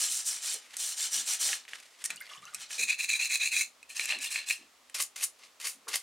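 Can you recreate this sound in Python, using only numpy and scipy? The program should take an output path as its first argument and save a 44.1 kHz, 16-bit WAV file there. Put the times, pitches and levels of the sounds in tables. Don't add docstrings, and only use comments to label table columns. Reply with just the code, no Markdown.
import sys
import numpy as np
from scipy import signal
from scipy.fft import rfft, irfft
from scipy.io import wavfile
from scipy.ndimage import map_coordinates

SR = 44100
rng = np.random.default_rng(int(sys.argv[2]) if len(sys.argv) > 2 else 0)


def unload_audio(sound):
    columns = np.transpose(np.atleast_2d(sound))
    steps = np.round(np.clip(columns, -1, 1) * 32767)
    wavfile.write(sys.argv[1], SR, steps.astype(np.int16))


N = 265482
TIME = np.arange(N) / SR


def scrub(gains, body, twangs, wander, twang_db, flicks_per_s, spread_db, tufts_per_s, tuft_db,
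          hiss_trim_db, rasp_trim_db):
    flicks = grains(flicks_per_s, spread_db)
    wires = flicks / rms(flicks) + from_db(twang_db) * twangs
    tufts = from_db(tuft_db * flutter(tufts_per_s))
    scrape = waver(through(wires * tufts, body), wander, per_s=45)
    hiss = band(scrape, 4700, "high")
    rasp = band(scrape, 4700, "low")
    travel, pressure = gains
    hiss = from_db(hiss_trim_db) * travel * hiss / rms(hiss)
    rasp = from_db(rasp_trim_db) * pressure * rasp / rms(rasp)
    return hiss + rasp


# start_s, length_s, hiss_db, rasp_db, hiss_fade_db (over the stroke)
FLAT_STROKES = [(-.04, 0.11, -24.5, -36, 6), (.079, 0.13, -23.5, -41.5, 12), (.238, 0.14, -21.5, -41.5, 20),
                (.398, 0.14, -34, -39, -0.5), (.764, 0.16, -29.5, -41, 6), (.951, 0.11, -29.5, -37.5, 3),
                (1.096, 0.11, -26, -36.5, 6.5), (1.244, 0.098, -27.5, -36, 4), (1.38, 0.16, -24, -35.5, 9),
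                (2.578, 0.042, -37, -41, 7), (2.68, 0.075, -41, -40, -1)]
# pitch_hz, level_db
FLAT_COLOUR = [(88, -36), (150, -40), (205, -27.5), (315, -29), (688, -16), (977, -16), (1720, -11),
               (3540, -6.5), (4140, -6.5), (4570, -6.5), (5770, -2.5), (6360, -1), (7440, 0.5), (9040, 0),
               (15900, -18)]
# pitch_hz, width_hz, lift_db
FLAT_MODES = [(1310,54,6.5), (1740,210,5), (2500,14,7), (3020,88,7), (4170,120,4.5), (5840,240,6.5),
              (6920,130,0), (7100,59,-1), (7080,77,5), (7560,50,12), (8730,87,8.5), (9260,39,11.5)]


def brushed_flat(twangs):
    gains = strokes(FLAT_STROKES, attack_s=0.052, rasp_sag_db=2.0,
                    hiss_release_db_per_s=370, rasp_release_db_per_s=240)
    return scrub(gains, response(FLAT_COLOUR, FLAT_MODES), twangs, wander=0.00252, twang_db=-8,
                 flicks_per_s=14000, spread_db=3.5, tufts_per_s=260, tuft_db=0.8,
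                 hiss_trim_db=-2.5, rasp_trim_db=-2.0)


# start_s, length_s, hiss_db, rasp_db, hiss_fade_db (over the stroke)
BORE_STROKES = [(2.774, 0.064, -31.5, -31, 3), (2.866, 0.063, -37, -27.5, 3),
                (2.974, 0.067, -38, -31.5, -0.5), (3.073, 0.088, -34, -30, 2.5),
                (3.181, 0.075, -38, -28, -3.5), (3.285, 0.072, -35.5, -28.5, -3.5),
                (3.389, 0.085, -39.5, -29, -5.5), (3.505, 0.11, -34, -28, -4)]
# pitch_hz, level_db
BORE_COLOUR = [(50,-36), (150,-27.5), (300,-25.5), (700,-17.5), (1400,-13), (1800,-2.5), (2400,4.5),
               (3050,-10.5), (4000,-4.5), (5400,-7), (6800,5), (9000,-5), (11000,-6), (13000,-11),
               (16000,-14)]
# pitch_hz, width_hz, lift_db
BORE_MODES = [(1760,140,6), (2375,270,6.5), (2513,94,9.4), (2640,156,11.8), (3450,59,6.9), (4068,360,16.2),
              (6130,77,8.8), (7070,100,1.6), (9100,870,9.4)]


def brushed_bore(twangs):
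    gains = strokes(BORE_STROKES, attack_s=0.027, rasp_sag_db=4.0,
                    hiss_release_db_per_s=435, rasp_release_db_per_s=517, hollow_db=1.5)
    return scrub(gains, response(BORE_COLOUR, BORE_MODES), twangs, wander=0.014, twang_db=-7.0,
                 flicks_per_s=9000, spread_db=4.5, tufts_per_s=200, tuft_db=1.5,
                 hiss_trim_db=0.0, rasp_trim_db=0.5)


# start_s, length_s, hiss_db, rasp_db, hiss_fade_db (over the stroke)
RIM_STROKES = [(3.882, 0.015, -43.5, -47.5, 1), (3.941, 0.1, -38.5, -40.5, 1.5),
               (4.069, 0.044, -34.5, -33, 7), (4.197, 0.052, -39, -41.5, -3.5),
               (4.294, 0.091, -33, -40, 11.5), (4.452, 0.054, -40.5, -40.5, -7)]
# pitch_hz, level_db
RIM_COLOUR = [(50,-30), (150,-34), (300,-25), (700,-13.5), (1150,-9.5), (1480,-11), (2300,-1.5), (3400,-5),
              (5400,-4), (8500,1), (11000,-6), (13000,-13), (16000,-17)]
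# pitch_hz, width_hz, lift_db
RIM_MODES = [(1780,190,14), (2350,50,6.8), (2532,133,13.2), (2716,99,13.7), (4100,57,17.3), (6000,61,1.4),
             (7440,120,2), (8300,53,2)]


def brushed_rim(twangs):
    gains = strokes(RIM_STROKES, attack_s=0.032, rasp_sag_db=-1.0,
                    hiss_release_db_per_s=308, rasp_release_db_per_s=200)
    return scrub(gains, response(RIM_COLOUR, RIM_MODES), twangs, wander=0.01784, twang_db=-6.5,
                 flicks_per_s=8000, spread_db=2.0, tufts_per_s=290, tuft_db=2.0,
                 hiss_trim_db=0.0, rasp_trim_db=0.5)


# start_s, time_to_full_speed_s, swell_s, hiss_db, rasp_db, landing_db
WASHER_SWEEPS = [(4.942, .076, 0.015, -24.5, -31, -34), (5.157, 0.084, 0.015, -25, -35, -39),
                 (5.385, 0.07, 0.034, -63, -51.5, -65), (5.598, 0.079, 0.023, -29.5, -34, -45.5),
                 (5.879, 0.078, 0.018, -29.5, -30.5, -38)]
# pitch_hz, level_db
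WASHER_COLOUR = [(88, -63), (150, -36), (503, -14.5), (555, -15), (977, -13), (1120, -6), (1530, -9),
                 (2010, -2), (2260, -6.5), (2540, -2), (3480, -6), (9220, 7.5), (13900, -1.5), (15900, -13)]
# pitch_hz, width_hz, lift_db
WASHER_MODES = [(1150,120,1.5), (2110,140,4.8), (2750,530,1.5), (4600,120,2.4), (6160,43,6.6),
                (6770,93,5.9), (7200,70,3.3), (9580,200,6)]


def swept_washer(twangs):
    gains = sweeps(WASHER_SWEEPS, landing_s=.004, settle_db_per_s=336,
                   landing_rasp_db=-0.4, rasp_lead_s=0.014)
    return scrub(gains, response(WASHER_COLOUR, WASHER_MODES), twangs, wander=.004, twang_db=-10.0,
                 flicks_per_s=17000, spread_db=4.0, tufts_per_s=270, tuft_db=2.5,
                 hiss_trim_db=-2.7, rasp_trim_db=-0.7)


def push(s, length, attack_s, sag_db, release_db_per_s, hollow_db=0):
    t = TIME - s
    travelled = np.clip(t / length, 0, 1)
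    sag = sag_db * travelled
    easing = hollow_db * np.sin(np.pi * travelled) ** 2
    release = release_db_per_s * np.maximum(t - length, 0)
    onset = np.sin(np.pi / 2 * np.clip(t / attack_s, 0, 1)) ** 2
    return onset * from_db(np.maximum(-sag - easing - release, -120))


def strokes(rows, attack_s, rasp_sag_db, hiss_release_db_per_s, rasp_release_db_per_s, hollow_db=0):
    hiss_power = rasp_power = 0
    for s, length, hiss_db, rasp_db, fade_db in rows:
        hiss_push = push(s, length, attack_s, fade_db, hiss_release_db_per_s, hollow_db)
        rasp_push = push(s, length, attack_s, rasp_sag_db, rasp_release_db_per_s, hollow_db)
        hiss_power = hiss_power + (from_db(hiss_db) * hiss_push) ** 2
        rasp_power = rasp_power + (from_db(rasp_db) * rasp_push) ** 2
    return np.sqrt(hiss_power), np.sqrt(rasp_power)


def sweeps(rows, landing_s, settle_db_per_s, landing_rasp_db, rasp_lead_s):
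    hiss_power = rasp_power = 0
    for s, crest_s, swell_s, hiss_db, rasp_db, landing_db in rows:
        landing = from_db(landing_db) * push(s, landing_s, landing_s, 0, settle_db_per_s)
        touching = TIME > s
        past_crest = TIME - s - crest_s
        speed = touching * np.exp(-abs(past_crest) / swell_s)
        pressure = touching * np.exp(-abs(past_crest + rasp_lead_s) / swell_s)
        hiss_power = hiss_power + landing ** 2 + (from_db(hiss_db) * speed) ** 2
        landing_rasp = from_db(landing_rasp_db) * landing
        rasp_power = rasp_power + landing_rasp ** 2 + (from_db(rasp_db) * pressure) ** 2
    return np.sqrt(hiss_power), np.sqrt(rasp_power)


def waver(x, depth, per_s):
    position = np.arange(N) + np.cumsum(depth * flutter(per_s))
    return map_coordinates(x, [position], mode="grid-wrap")


# start_s, steel_ring_db, wire_tick_db, dull_clack_db (before trims)
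KNOCKS = [(.266, -48, -14, -50), (.542, -58, -10, -46), (.768, -46, -9.5, -36), (1.49, -45, -39, -11),
          (1.53, -42, -23, -8.5), (1.652, -55, -35, -29), (1.68, -41, -35, -27), (1.734, -41, -44, -12.5),
          (1.801, -39, -28, -47), (2.041, -40, -9.5, -23), (2.104, -21, -14.5, -22), (2.16, -55, -21, -52),
          (2.546, -29, -11.5, -44), (2.707, -30, -37, -22), (2.902, -24, -12, -37),
          (3.829, -34.5, -28.5, -62), (3.996, -11, -37, -40), (4.056, -24, -12, -28),
          (4.101, -21, -23, -20), (4.123, -20.5, -39, -8), (4.188, -34, -19, -32), (4.359, -14, -27, -17.5),
          (4.502, -15, -28, -28), (4.508, -13.5, -21, -13.5), (4.898, -46, -27.5, -33.5)]
# pitch_hz, level_db
TICK_COLOUR = [(60,-45), (300,-15), (1500,-35), (4000,0), (6500,13), (9000,14), (12000,3.5), (16000,-14.5)]
# pitch_hz, level_db
CLACK_COLOUR = [(50,-33), (230,-40), (500,-7), (950,-8), (1850,7), (3000,10.5), (5000,-12), (16000,-56)]
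# pitch_hz, width_hz, lift_db
CLACK_MODES = [(1850,300,7.5)]


def knocks(rattle_db, rattle_t60_s, contact_hz, ring_trim_db, tick_trim_db, clack_trim_db):
    softened = signal.butter(2, contact_hz, fs=SR, output="sos")
    steel = signal.sosfilt(softened, response(BORE_COLOUR, BORE_MODES))
    wires = response(TICK_COLOUR)
    head = response(CLACK_COLOUR, CLACK_MODES)
    out, t = np.zeros(N), TIME[:len(wires)]
    for s, ring_db, tick_db, clack_db in [*KNOCKS, *bites(), *skitter(count=4)]:
        parts = ((steel, ring_db + ring_trim_db), (wires, tick_db + tick_trim_db),
                 (head, clack_db + clack_trim_db))
        for body, peak_db in parts:
            rattle = from_db(rattle_db - 60 * t / rattle_t60_s) * rng.standard_normal(len(t))
            contact = (t == 0) + rattle * from_db(0.34 * (tick_db + 17.5))
            hit = through(contact, body)
            add(out, s, from_db(peak_db) * hit / np.abs(hit).max())
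    return out


BITE_AFTER_S, BITE_RING_DB, BITE_TICK_DB, BITE_CLACK_DB = 0.023, 5, 14, -18
TURN_RING_DB, TURN_TICK_DB, TURN_CLACK_DB = 6, 19.5, -16


def bites():
    rows = []
    for s, length, hiss_db, rasp_db, fade_db in BORE_STROKES:
        rows.append((s + BITE_AFTER_S, rasp_db + BITE_RING_DB,
                     hiss_db + BITE_TICK_DB, rasp_db + BITE_CLACK_DB))
        rows.append((s + length, rasp_db + TURN_RING_DB,
                     hiss_db - fade_db + TURN_TICK_DB, rasp_db + TURN_CLACK_DB))
    return rows


SKITTER_S, SKITTER_GAP_S, SKITTER_STEP_DB = 2.049, 0.0033, 0.8
SKITTER_RING_DB, SKITTER_TICK_DB, SKITTER_CLACK_DB = -46, -13, -27.5


def skitter(count):
    first = np.array([SKITTER_RING_DB, SKITTER_TICK_DB, SKITTER_CLACK_DB])
    return [(SKITTER_S + k * SKITTER_GAP_S, *(first + k * SKITTER_STEP_DB)) for k in range(count)]


def after_ring(s, hz, level_db, t60_s):
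    out, t = np.zeros(N), TIME[:SR // 4]
    add(out, s, from_db(level_db - 60 * t / t60_s) * np.sin(2 * np.pi * hz * t))
    return out


# start_s, pitch_hz, level_db (before swell and decay), rise_octaves_per_s (negative falls)
BUBBLES = [(2.174, 2750, -38.5, 14), (2.208, 1400, -39.5, 27.5), (2.209, 2100, -34, 0),
           (2.311, 1150, -43, -0.5), (2.353, 1190, -47.5, -2), (2.373, 2960, -39.5, 18),
           (2.426, 1150, -44.5, 9.5), (2.454, 1156, -46, 3.5), (2.465, 2700, -39.5, 8),
           (2.477, 1370, -44.5, 4), (2.531, 1187, -46.5, 8), (4.237, 3100, -27, -18.5),
           (4.272, 3620, -29, -3)]
BUBBLE_CYCLES = 142


def bubbles(swell_s, wobble_octaves, wobbles_per_s):
    out, t = np.zeros(N), TIME[:SR // 5]
    wobble = wobble_octaves * flutter(wobbles_per_s)
    for s, hz, db, rise in BUBBLES:
        octaves = np.minimum(rise * t, 1) + np.interp(s + t, TIME, wobble)
        phase = 2 * np.pi * np.cumsum(hz * 2 ** octaves) / SR
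        decay = from_db(db - 60 * t * hz / BUBBLE_CYCLES)
        add(out, s, decay * (1 - np.exp(-t / swell_s)) * np.sin(phase))
    return out


# start_s, length_s, level_db (before the trim)
SLOSH = [(2.085, 0.026, -44), (2.19, 0.11, -54), (2.285, 0.061, -48.5), (2.41, 0.095, -55),
         (2.525, 0.058, -51.5)]
# pitch_hz, level_db
WATER_COLOUR = [(50,-31), (150,-25), (500,-8.5), (900,-7.5), (2000,5.5), (4000,1), (9000,-3), (12000,-11),
                (16000,-32)]


def slosh(drops_per_s, spread_db, cycles, wash_db, trim_db):
    drops = pings(550, 9000, drops_per_s, spread_db, cycles, count=18)
    wash = from_db(wash_db) * rng.standard_normal(N)
    water = through(drops + wash, response(WATER_COLOUR))
    stirring = swells(SLOSH, attack_s=0.016, release_db_per_s=244)
    return from_db(trim_db) * stirring * water / rms(band(water, [800, 5000], "band"))


# pitch_hz, level_db
SPRAY_COLOUR = [(100,-40), (2000,-11), (5000,-7), (9000,0), (13000,5.5), (16000,-7)]
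DIP_START_S, DIP_END_S = 2.13, 2.62


def spray(loudest_db, spread_db, cycles, count):
    out, t = np.zeros(N), TIME[:SR // 50]
    for when, softness, pitch in rng.random((count, 3)):
        hz = 4000 * 3.3 ** pitch
        tick = np.sin(2 * np.pi * hz * t) * from_db(-60 * t * hz / cycles)
        start_s = DIP_START_S + when * (DIP_END_S - DIP_START_S)
        add(out, start_s, from_db(loudest_db - spread_db * softness) * tick)
    return through(out, response(SPRAY_COLOUR))


# start_s, length_s, level_db (before the trim)
GLOVES = [(.57, 0.16, -58), (.7, 0.041, -52), (1.675, 0.043, -51), (1.727, 0.011, -46.5),
          (1.79, 0.15, -63.5), (1.98, 0.032, -53.5)]


def gloves(rub_per_s, rub_db, trim_db):
    rubbing = from_db(rub_db * flutter(rub_per_s))
    rustle = through(rng.standard_normal(N) * rubbing, response(WATER_COLOUR))
    sliding = swells(GLOVES, attack_s=0.0083, release_db_per_s=159)
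    return from_db(trim_db) * sliding * rustle / rms(band(rustle, [800, 5000], "band"))


def swells(rows, attack_s, release_db_per_s):
    power = 0
    for s, length, db in rows:
        power = power + (from_db(db) * push(s, length, attack_s, 0, release_db_per_s)) ** 2
    return np.sqrt(power)


# start_s, pitch_hz, peak_db (before the trim)
BUMPS = [(.08, 230, -56), (.53, 500, -42.5), (1.151, 240, -48.5), (1.478, 606, -38), (2.088, 205, -51.5),
         (2.369, 150, -54.5), (2.541, 157, -61), (2.778, 470, -42), (2.784, 222, -50), (4.118, 710, -37),
         (4.146, 284, -44), (4.585, 280, -48), (5.743, 230, -55.5), (5.858, 416, -42), (5.868, 1120, -32)]
BUMP_MID_HZ = 280


def bumps(swell_s, half_width_octaves, trim_db):
    out, t = np.zeros(N), TIME[:SR // 4]
    for s, hz, db in BUMPS:
        edges = [hz / 2 ** half_width_octaves, hz * 2 ** half_width_octaves]
        sos = signal.butter(2, edges, "band", fs=SR, output="sos")
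        swell = t * np.exp(-t / swell_s * np.sqrt(hz / BUMP_MID_HZ))
        thud = signal.sosfilt(sos, rng.standard_normal(len(t)) * swell)
        add(out, s, from_db(db + trim_db) * thud / np.abs(thud).max())
    return out


ROOM_T60_S, ROOM_DB = 0.16, -12


def workshop(x, wall_hz, first_echo_s, width_db):
    t = TIME[:SR // 2]
    tails = rng.standard_normal((2, len(t))) * from_db(-60 * t / ROOM_T60_S) * (t > first_echo_s)
    mid, side = signal.sosfilt(signal.butter(2, wall_hz, fs=SR, output="sos"), tails)
    side = from_db(width_db) * band(side, 280, "high")
    ears = (mid + side, mid - side)
    return from_db(ROOM_DB) * np.array([through(x, tail / np.sqrt(np.sum(tail ** 2))) for tail in ears])


# pitch_hz, level_db
AIR = [(18, -80), (30, -28), (145, -20), (272, -11.5), (448, -7), (511, -6), (631, -5), (935, -6),
       (1180, -2.5), (1350, -6), (1620, -8.5), (2000, -6), (7640, -11), (15900, -24)]
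# pitch_hz, width_hz, lift_db
AIR_MODES = [(62,17,16), (150,11,3), (248.5,16,11)]
AIR_DB = -63


def air(side_db):
    mid = through(rng.standard_normal(N), response(AIR, AIR_MODES, size=16384))
    side = through(rng.standard_normal(N), response(AIR))
    ears = mid + from_db(side_db) * side * np.array([[1], [-1]])
    return from_db(AIR_DB) * ears / rms(mid)


def from_db(db):
    return 10 ** (np.asarray(db) / 20)


def rms(x):
    return np.sqrt(np.mean(x ** 2) + 1e-20)


def band(x, edges, kind):
    return signal.sosfilt(signal.butter(4, edges, kind, fs=SR, output="sos"), x)


def response(colour, modes=(), size=4096):
    hz = np.fft.rfftfreq(size, 1 / SR) + 1
    points = np.array(colour)
    db = np.interp(np.log(hz), np.log(points[:, 0]), points[:, 1])
    for centre, width, lift in modes:
        db = db + lift / (1 + (2 * (hz - centre) / width) ** 2)
    cepstrum = irfft(np.log(from_db(db)))
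    cepstrum[1:size // 2] *= 2
    cepstrum[size // 2 + 1:] = 0
    return irfft(np.exp(rfft(cepstrum)))


def through(x, impulse):
    return signal.fftconvolve(x, impulse)[:len(x)]


def add(out, s, sound):
    start = max(round(s * SR), 0)
    out[start:start + len(sound)] += sound[:N - start]


def flutter(per_s):
    knots = np.arange(0, N / SR + 1, 1 / per_s)
    wobble = np.interp(TIME, knots, rng.standard_normal(N)[:len(knots)])
    return wobble / rms(wobble)


def grains(per_s, spread_db):
    sizes = from_db(spread_db * np.minimum(rng.exponential(1, N), 4))
    return sizes * rng.choice([-1, 1], N) * (rng.random(N) < per_s / SR)


def pings(low_hz, high_hz, per_s, spread_db, cycles, count):
    out = 0
    for hz in np.geomspace(low_hz, high_hz, num=count):
        r = from_db(-60 * hz / (cycles * SR))
        w = 2 * np.pi * hz / SR
        clicks = grains(per_s, spread_db) + 1e-18
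        ringing = signal.lfilter([1, 0, -1], [1, -2 * r * np.cos(w), r * r], clicks)
        out = out + ringing * np.sqrt(w)
    return out / rms(out)


def panned(x, left_db):
    return x * from_db(np.array([[left_db], [-left_db]]) / 2)


def scene():
    twangs = pings(low_hz=2112, high_hz=11170, per_s=45, spread_db=5.0, cycles=64, count=40)
    brushing = panned(brushed_flat(twangs), left_db=0.25) + panned(brushed_bore(twangs), left_db=0.0)
    brushing = brushing + panned(brushed_rim(twangs), left_db=0.3)
    brushing = brushing + panned(swept_washer(twangs), left_db=1.0)
    contacts = knocks(rattle_db=-17.5, rattle_t60_s=0.028, contact_hz=3660,
                      ring_trim_db=-4.0, tick_trim_db=-9.0, clack_trim_db=-10.0)
    contacts = contacts + after_ring(s=1.53, hz=4230, level_db=-40, t60_s=0.2)
    water = bubbles(swell_s=0.0022, wobble_octaves=0.049, wobbles_per_s=400)
    water = water + slosh(drops_per_s=45, spread_db=3.5, cycles=50, wash_db=3, trim_db=-2.5)
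    water = water + spray(loudest_db=-27.5, spread_db=34, cycles=33, count=26)
    rustle = gloves(rub_per_s=140, rub_db=3.1, trim_db=-0.5)
    thuds = bumps(swell_s=0.022, half_width_octaves=0.35, trim_db=-7.5)
    direct = brushing + contacts + water + rustle + thuds
    room = workshop(direct.mean(axis=0), wall_hz=9500, first_echo_s=0.0033, width_db=-6.0)
    return direct + room + air(side_db=-7.5)


CUTOFF_HZ = 15900


def record(dry):
    return signal.sosfilt(signal.ellip(12, .1, 90, CUTOFF_HZ, fs=SR, output="sos"), dry)


dry = scene()
out = record(dry)
unload_audio(out)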